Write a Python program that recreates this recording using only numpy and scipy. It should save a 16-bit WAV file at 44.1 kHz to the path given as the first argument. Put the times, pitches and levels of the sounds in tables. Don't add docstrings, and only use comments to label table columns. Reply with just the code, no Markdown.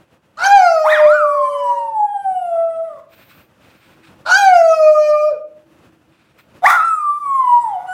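import sys
import numpy as np
from scipy import signal
from scipy.fft import rfft, irfft, next_fast_len
from scipy.io import wavfile
from scipy.ndimage import uniform_filter1d

SR = 44100
rng = np.random.default_rng(int(sys.argv[2]) if len(sys.argv) > 2 else 0)


def persist_wave(psi):
    counts = np.round(np.clip(psi, -1, 1) * 32767).astype(np.int16)
    wavfile.write(sys.argv[1], SR, np.atleast_2d(counts).T)


def gain_from_db(level_db):
    decades = np.asarray(level_db, float) / 20
    return 10 ** decades


N = 349713


def in_time(rows):
    s, *columns = np.transpose(rows)
    return [np.interp(np.arange(N) / SR, s, c) for c in columns]


def at_hz(points, hz):
    return np.interp(np.log(hz), np.log(np.array(points)[:, 0]), np.array(points)[:, 1])


def coloured_noise(spectrum):
    size = next_fast_len(N)
    hz = np.maximum(np.arange(size // 2 + 1) * SR / size, 1)
    white = rfft(rng.standard_normal(size))
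    x = irfft(white * gain_from_db(at_hz(spectrum, hz)), size)[:N]
    return x / x.std()


def drift(rate, size):
    r = np.exp(-32 * np.pi * rate / SR)
    noise = rng.standard_normal(size // 16 + 602)
    slow = signal.lfilter([1], [1, -2 * r, r * r], noise)[600:]
    return np.interp(np.arange(size) / 16, np.arange(len(slow)), slow / slow.std())


def room_tone():
    # start_s, level_db
    tone_level = [(0.0, -54.5), (0.8, -60), (1.6, -60.5), (3.5, -53), (4.2, -52), (4.6, -56), (5.3, -57.5),
                  (5.8, -55), (6.56, -54), (7.02, -61), (7.51, -51), (7.93, -55)]
    # frequency_hz, density_db
    tone_colour = [(35, -37.5), (60, -8), (123, -0.5), (327, -5.5), (433, -10.5), (521, -5), (738, -11),
                   (1450, -14), (2310, -21), (2530, -17), (4030, -27.5), (8280, -33.5), (15500, -38.5)]
    # frequency_hz, density_db
    hum_colour = [(220, -34), (300, -2.5), (325, 9.5), (350, -5.5), (480, -43.5)]
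    # centre_s, rise_db, width_s
    hum_swells = [(4.1, 15, 0.34), (5.8, 15.5, 0.38), (7.5, 10, 0.8)]
    resting_hum_db = -72
    t = np.arange(N) / SR
    rumble_db, = in_time(tone_level)
    swell_db = sum(db * np.exp(-((t - s) / width) ** 2) for s, db, width in hum_swells)
    rumble = gain_from_db(rumble_db + 3.0 * drift(8.2, N)) * coloured_noise(tone_colour)
    hum = gain_from_db(resting_hum_db + swell_db + 2.3 * drift(3.7, N)) * coloured_noise(hum_colour)
    return rumble + hum


def howl(rows, shut, wide, air, leak, effort_db, jitter, split, shimmer_db):
    s, *columns = np.transpose(rows)
    start, stop = round(s[0] * SR), min(round(s[-1] * SR), N)
    t = np.arange(start, stop) / SR
    pitch, voice_db, jaw, air_db = [np.interp(t, s, c) for c in columns]
    jaw = np.clip(jaw, 0, 1)
    effort_db = effort_db[start:stop]

    hoarse = np.clip(gain_from_db(air_db - effort_db + 13.5), 0, 1)
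    unsteady = 0.0015 + jitter * hoarse
    pitch = uniform_filter1d(pitch, size=300, mode="nearest")
    phase = 2 * np.pi * np.cumsum(pitch * (1 + unsteady * drift(150, len(t)))) / SR
    tone = gain_from_db(voice_db) * np.sin(phase)

    torn = np.clip(14.3 * unsteady, 0, 1)
    tear_per_overtone = .08
    for k in range(2, 27):
        colour_db = (1 - jaw) * at_hz(shut, k * pitch) + jaw * at_hz(wide, k * pitch)
        level_db = effort_db + colour_db + shimmer_db * np.clip(drift(11, len(t)), -3.0, 1.0)
        share = torn * min(0.43 * (k - 1), 1) + tear_per_overtone * jaw * (k - 2)
        share = np.clip(share, 0, 1)
        tearing = 1 - share + share * drift(130, len(t))
        audible = k * pitch < 16000
        tone += audible * tearing * gain_from_db(level_db) * np.sin(k * phase)

    tone *= 1 + split * hoarse * np.cos(phase / 4 + 1.5 * drift(30, len(t)))
    puffs = (1 + np.cos(phase)) * gain_from_db(effort_db + 12.0 * jaw) * leak[start:stop]
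    rasp = 0.14 * np.cos(phase / 3) * air[start:stop]

    to_end = s[-1] + (stop == N) - t
    edge = np.clip(np.minimum(t - s[0], to_end) / 0.004, 0, 1)
    out = np.zeros(N)
    out[start:stop] = edge * (np.sqrt(2) * tone + puffs + rasp)
    return out


def dog(howls, shut, wide, air_colour, leak_db, effort, jitter, split, shimmer_db):
    # frequency_hz, density_db
    leak_colour = [(1500, -29), (3000, -10.5), (6000, -4.5), (10000, -3.5), (15500, -16)]
    air_tail_s, silent_db = .04, -95
    air_rows = []
    for rows in howls:
        air_rows.append((rows[0][0] - .01, silent_db))
        air_rows += [(row[0], row[-1]) for row in rows]
        air_rows.append((rows[-1][0] + air_tail_s, silent_db))
    air_db, = in_time(air_rows)
    air = gain_from_db(air_db + 1.4 * drift(41, N)) * coloured_noise(air_colour)
    leak = gain_from_db(leak_db) * coloured_noise(leak_colour)
    effort_db, = in_time(effort)
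    voice = sum(howl(rows, shut, wide, air, leak, effort_db, jitter, split, shimmer_db) for rows in howls)
    return air + voice


def lower_dog():
    # start_s, pitch_hz, voice_db, jaw_opening (0-1), hoarse_air_db
    howls = [
        [(.37, 589, -49.5, 1, -62.5), (.392, 650, -39.5, .8, -24.5), (.462, 792, -13.5, .9, -21.5),
         (.55, 811.2, -4.5, 0.5, -46), (.61, 744.6, -8.5, 0.5, -34.5), (.7, 674.4, -11.5, 0.4, -49.5),
         (.808, 624.5, -14.5, 0, -58.5), (.95, 611.1, -14.5, 0, -62.5), (1.06, 604.8, -2, 0.11, -64.5),
         (1.18, 601.4, -23, 0.18, -54.5), (1.24, 596.3, -16.5, 0.04, -63), (1.56, 573.3, -20, 0, -60),
         (1.78, 564.8, -32.5, 0.6, -56.5), (1.93, 560, -40, 0.2, -67.5)],
        [(4.25, 588, -47.5, 0.6, -56), (4.262, 602, -34, 0.1, -22.5), (4.3, 691, -24.5, .8, -18),
         (4.34, 751.7, -23.5, .9, -25), (4.388, 822.4, -15.5, 0.9, -42.5), (4.466, 771, -6.5, .4, -58),
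         (4.6, 671, -7.5, .05, -64), (4.7, 648, -9.5, 0.27, -63), (4.76, 638, -16.5, 0.37, -57.5),
         (4.83, 621.5, -7, 0.17, -54.5), (4.92, 611.4, -9, 0, -66), (5.1, 604.7, -7, 0.3, -61.5),
         (5.16, 598.8, -20, 0, -73.5), (5.29, 610.1, -9, 0, -60.5), (5.31, 585, -17, 0.65, -52.5),
         (5.33, 524, -28.5, 0.5, -54), (5.37, 438, -41.5, 0, -94)],
        [(7.87, 777, -51, 0.1, -53), (7.885, 738, -25, .1, -62), (7.93, 751, -30, 0.3, -61)],
    ]
    # frequency_hz, gain_db
    shut = [(1200, -12), (1500, -21.5), (1850, -43), (2450, -28), (3050, -51), (3600, -70), (4300, -45.5),
            (5000, -40.5), (6500, -48), (8500, -58), (10500, -56.5), (15000, -69.5)]
    wide = [(1500, -6.5), (2400, -26.5), (3100, -22), (3500, -36), (4100, -14.5), (5000, -25), (6500, -22),
            (7500, -34.5), (10500, -47.5), (15000, -50)]
    # frequency_hz, density_db
    air_colour = [(300, -45), (650, -13), (900, 0), (1150, -11), (1450, 5), (1900, -30), (2500, -19),
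                  (3400, -25), (4200, -13), (6500, -37), (7500, -32), (10500, -44), (15000, -50.5)]
    # start_s, level_db
    effort = [(.37, -38), (.45, -5.5), (.6, -7.5), (.85, -8.5), (1.05, -15), (1.25, -23), (1.6, -22.5),
              (1.93, -45.5), (4.25, -35.5), (4.32, -5.5), (4.45, -2), (4.7, -8.5), (5.0, -12),
              (5.29, -14.5), (5.33, -42), (7.87, -43.5), (7.93, -36)]
    return dog(howls, shut, wide, air_colour, leak_db=-55.5, effort=effort,
               jitter=0.02, split=0.16, shimmer_db=7.0)


def higher_dog():
    # start_s, pitch_hz, voice_db, jaw_opening (0-1), hoarse_air_db
    howls = [
        [(.84, 720, -17.5, 0.71, -49), (.865, 1002, -13.5, 0.61, -29.5), (.906, 1819, -25, 1, -27),
         (.93, 1945, -10.5, 1, -30.5), (.958, 1671, -17.5, .9, -34), (1.006, 910.7, -22, .8, -38),
         (1.04, 954.4, -28.5, .7, -45.5), (1.11, 1341, -15.5, 0.9, -59), (1.156, 1523, -16.5, 0.69, -43.5),
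         (1.246, 1172, -15, 0.11, -56), (1.34, 1123, -19.5, .02, -55.5), (1.436, 1057, -15, 0.0089, -55),
         (1.542, 1022, -32.5, 0.011, -61.5), (1.694, 967, -13.5, 0.0045, -63.5),
         (1.776, 948.3, -20, 0.0077, -70), (1.924, 892.7, -24, 0.015, -67), (2.012, 838.2, -11.5, 0.011, -75.5),
         (2.115, 812.5, -26, 0.0057, -65), (2.17, 797, -23.5, .01, -66), (2.236, 786, -30, 0.014, -79),
         (2.262, 772, -15.5, 0.0092, -72.5), (2.444, 704.3, -24, 0.013, -71.5), (2.51, 679, -19, .01, -62.5),
         (2.55, 668, -16, 0.015, -52), (2.63, 663.8, -13.5, 0.012, -61), (2.75, 656.5, -23, 0.017, -67.5),
         (2.81, 655, -20, 0.012, -60), (2.85, 665.6, -28, 0.019, -59), (2.946, 576, -39, 0.019, -60.5),
         (3.0, 541, -46.5, .05, -52.5)],
        [(6.62, 678.3, -35.5, 0.9, -54.5), (6.645, 764.4, -5, 0.95, -24.5), (6.664, 957.5, -14.5, 0.78, -22.5),
         (6.672, 1151, -7, 0.65, -18.5), (6.695, 1171, -9.5, 0.73, -20), (6.703, 1366, -10.5, .95, -13),
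         (6.76, 1407, -13, .5, -25), (6.81, 1257, -11.5, .5, -43), (6.85, 1365, -15.5, 0.59, -42.5),
         (6.92, 1298, -14, 0.21, -55), (6.955, 1271, -19.5, 0.17, -61), (7.008, 1206, -21, 0.041, -57.5),
         (7.1, 1167, -13, .01, -68.5), (7.16, 1181, -21.5, 0.0083, -61.5), (7.204, 1198, -30.5, 0.012, -62),
         (7.268, 1121, -19.5, 0.022, -65.5), (7.39, 1060, -12, 0.045, -50.5), (7.454, 1000, -16.5, 0.012, -49),
         (7.52, 965.6, -9, .01, -50), (7.59, 957.3, -6, .01, -57.5), (7.62, 967.4, -16.5, .01, -49),
         (7.724, 800, -23.5, 0.005, -49.5), (7.768, 723, -21, .01, -53), (7.855, 725, -33.5, 0.014, -51.5),
         (7.868, 1466, -52, 0.39, -52), (7.89, 1457, -32, 0.57, -54.5), (7.93, 1501, -27, 0.55, -57)],
    ]
    # frequency_hz, gain_db
    shut = [(500, -5), (1000, 16), (1400, -25.5), (2500, -51.5), (3000, -36.5), (3800, -62.5), (6000, -62),
            (7000, -68.5), (7600, -47.5), (9000, -48.5), (10800, -49.5), (11600, -68), (15000, -68.5)]
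    wide = [(1500, -8), (2050, 7), (2800, -25.5), (3500, -11), (4300, -34.5), (6500, -33.5), (9000, -32),
            (11500, -49.5), (15000, -58.5)]
    # frequency_hz, density_db
    air_colour = [(180, -75), (300, -44), (658, -42), (814, -20), (1060, -18.5), (1110, 0), (1290, -6.5),
                  (1400, -6.5), (1650, -33), (1970, -8.5), (2870, -46), (3490, -20), (4390, -38),
                  (4850, -30), (15000, -36.5)]
    # start_s, level_db
    effort = [(.84, -34.5), (.87, -21.5), (.92, -17), (.96, -19), (1.04, -24), (1.13, -15.5), (1.25, -14),
              (1.6, -13.5), (2.0, -21.5), (2.45, -19), (2.85, -26), (3.0, -45), (6.62, -54.5), (6.664, -3),
              (6.75, -14), (6.88, -9), (7.1, -12), (7.4, -13.5), (7.62, -10.5), (7.72, -21.5),
              (7.86, -31.5), (7.89, -18), (7.93, -14.5)]
    return dog(howls, shut, wide, air_colour, leak_db=-55.0, effort=effort,
               jitter=0.031, split=0.3, shimmer_db=7.0)


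def living_room(x):
    echo_paths = [.0171, .0213, .0257, .0291, .0337, .0389, .0433, .0497, .0571, .0643, .0719, .0803]
    # frequency_hz, t60_s
    decay_times = [(300, .55), (700, .5), (1300, .38), (2500, .4), (6000, .28), (15000, .15)]
    size = next_fast_len(N + SR)
    w = 2 * np.pi * np.arange(size // 2 + 1) / size
    t60 = at_hz(decay_times, np.maximum(w * SR / (2 * np.pi), 1))
    response = 0
    for k, lag in enumerate(echo_paths):
        loop = gain_from_db(-60 * lag / t60) * np.exp(-1j * w * lag * SR)
        response = response + (-1) ** k * loop / (1 - loop)
    for lag in (.0017, .0049):
        delay = np.exp(-1j * w * lag * SR)
        response = response * (delay - .6) / (1 - .6 * delay)
    return irfft(rfft(x, size) * response, size)[:N]


def rustles():
    # start_s, length_s, attack_s, body_db, sizzle_db (thin sizzle at the very top)
    movements = [(3.068, .4, 0.07, -53.5, -56.5), (3.539, 0.46, .12, -54.5, -68),
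                 (4.012, 0.11, 0.026, -51.5, -69), (6.112, 0.27, 0.012, -60.5, -86),
                 (6.374, .06, 0.019, -51.5, -57)]
    # frequency_hz, density_db
    body_colour = [(350, -43.5), (600, -60), (815, -11.5), (1100, -6), (1470, -2), (1900, -7.5), (2490, -1),
                   (2950, -9.5), (3500, -8.5), (4300, -13), (6470, -23.5), (9000, -20.5), (13000, -44),
                   (22000, -120)]
    # frequency_hz, density_db
    sizzle_colour = [(9000, -38), (12000, -5.5), (14000, 9), (16000, 1.5)]
    release_s = 0.13
    t = np.arange(N) / SR
    body, sizzle = 0, 0
    for start, length, attack, body_db, sizzle_db in movements:
        rise = (t - start) / attack
        fall = (start + length - t) / release_s + .5
        shape = np.clip(np.minimum(rise, fall), 0, 1) ** 2
        body = body + gain_from_db(body_db) * shape
        sizzle = sizzle + gain_from_db(sizzle_db) * shape
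    flutter = gain_from_db(2.5 * drift(16, N))
    return body * flutter * coloured_noise(body_colour) + sizzle * coloured_noise(sizzle_colour)


def scene():
    low = lower_dog()
    high = higher_dog()
    wet = living_room(gain_from_db(-16.5) * low + gain_from_db(-15) * high)
    return (low + high + wet + rustles() + room_tone())[None]


def roll_off(x):
    return signal.sosfilt(signal.butter(12, 15960, fs=SR, output="sos"), x)


def record(dry):
    ceiling = np.where(dry > 0, .93, .89)
    overloaded = dry / (1 + np.abs(dry / ceiling) ** 12) ** (1 / 12)
    return roll_off(overloaded)


dry = scene()
out = record(dry)
persist_wave(out)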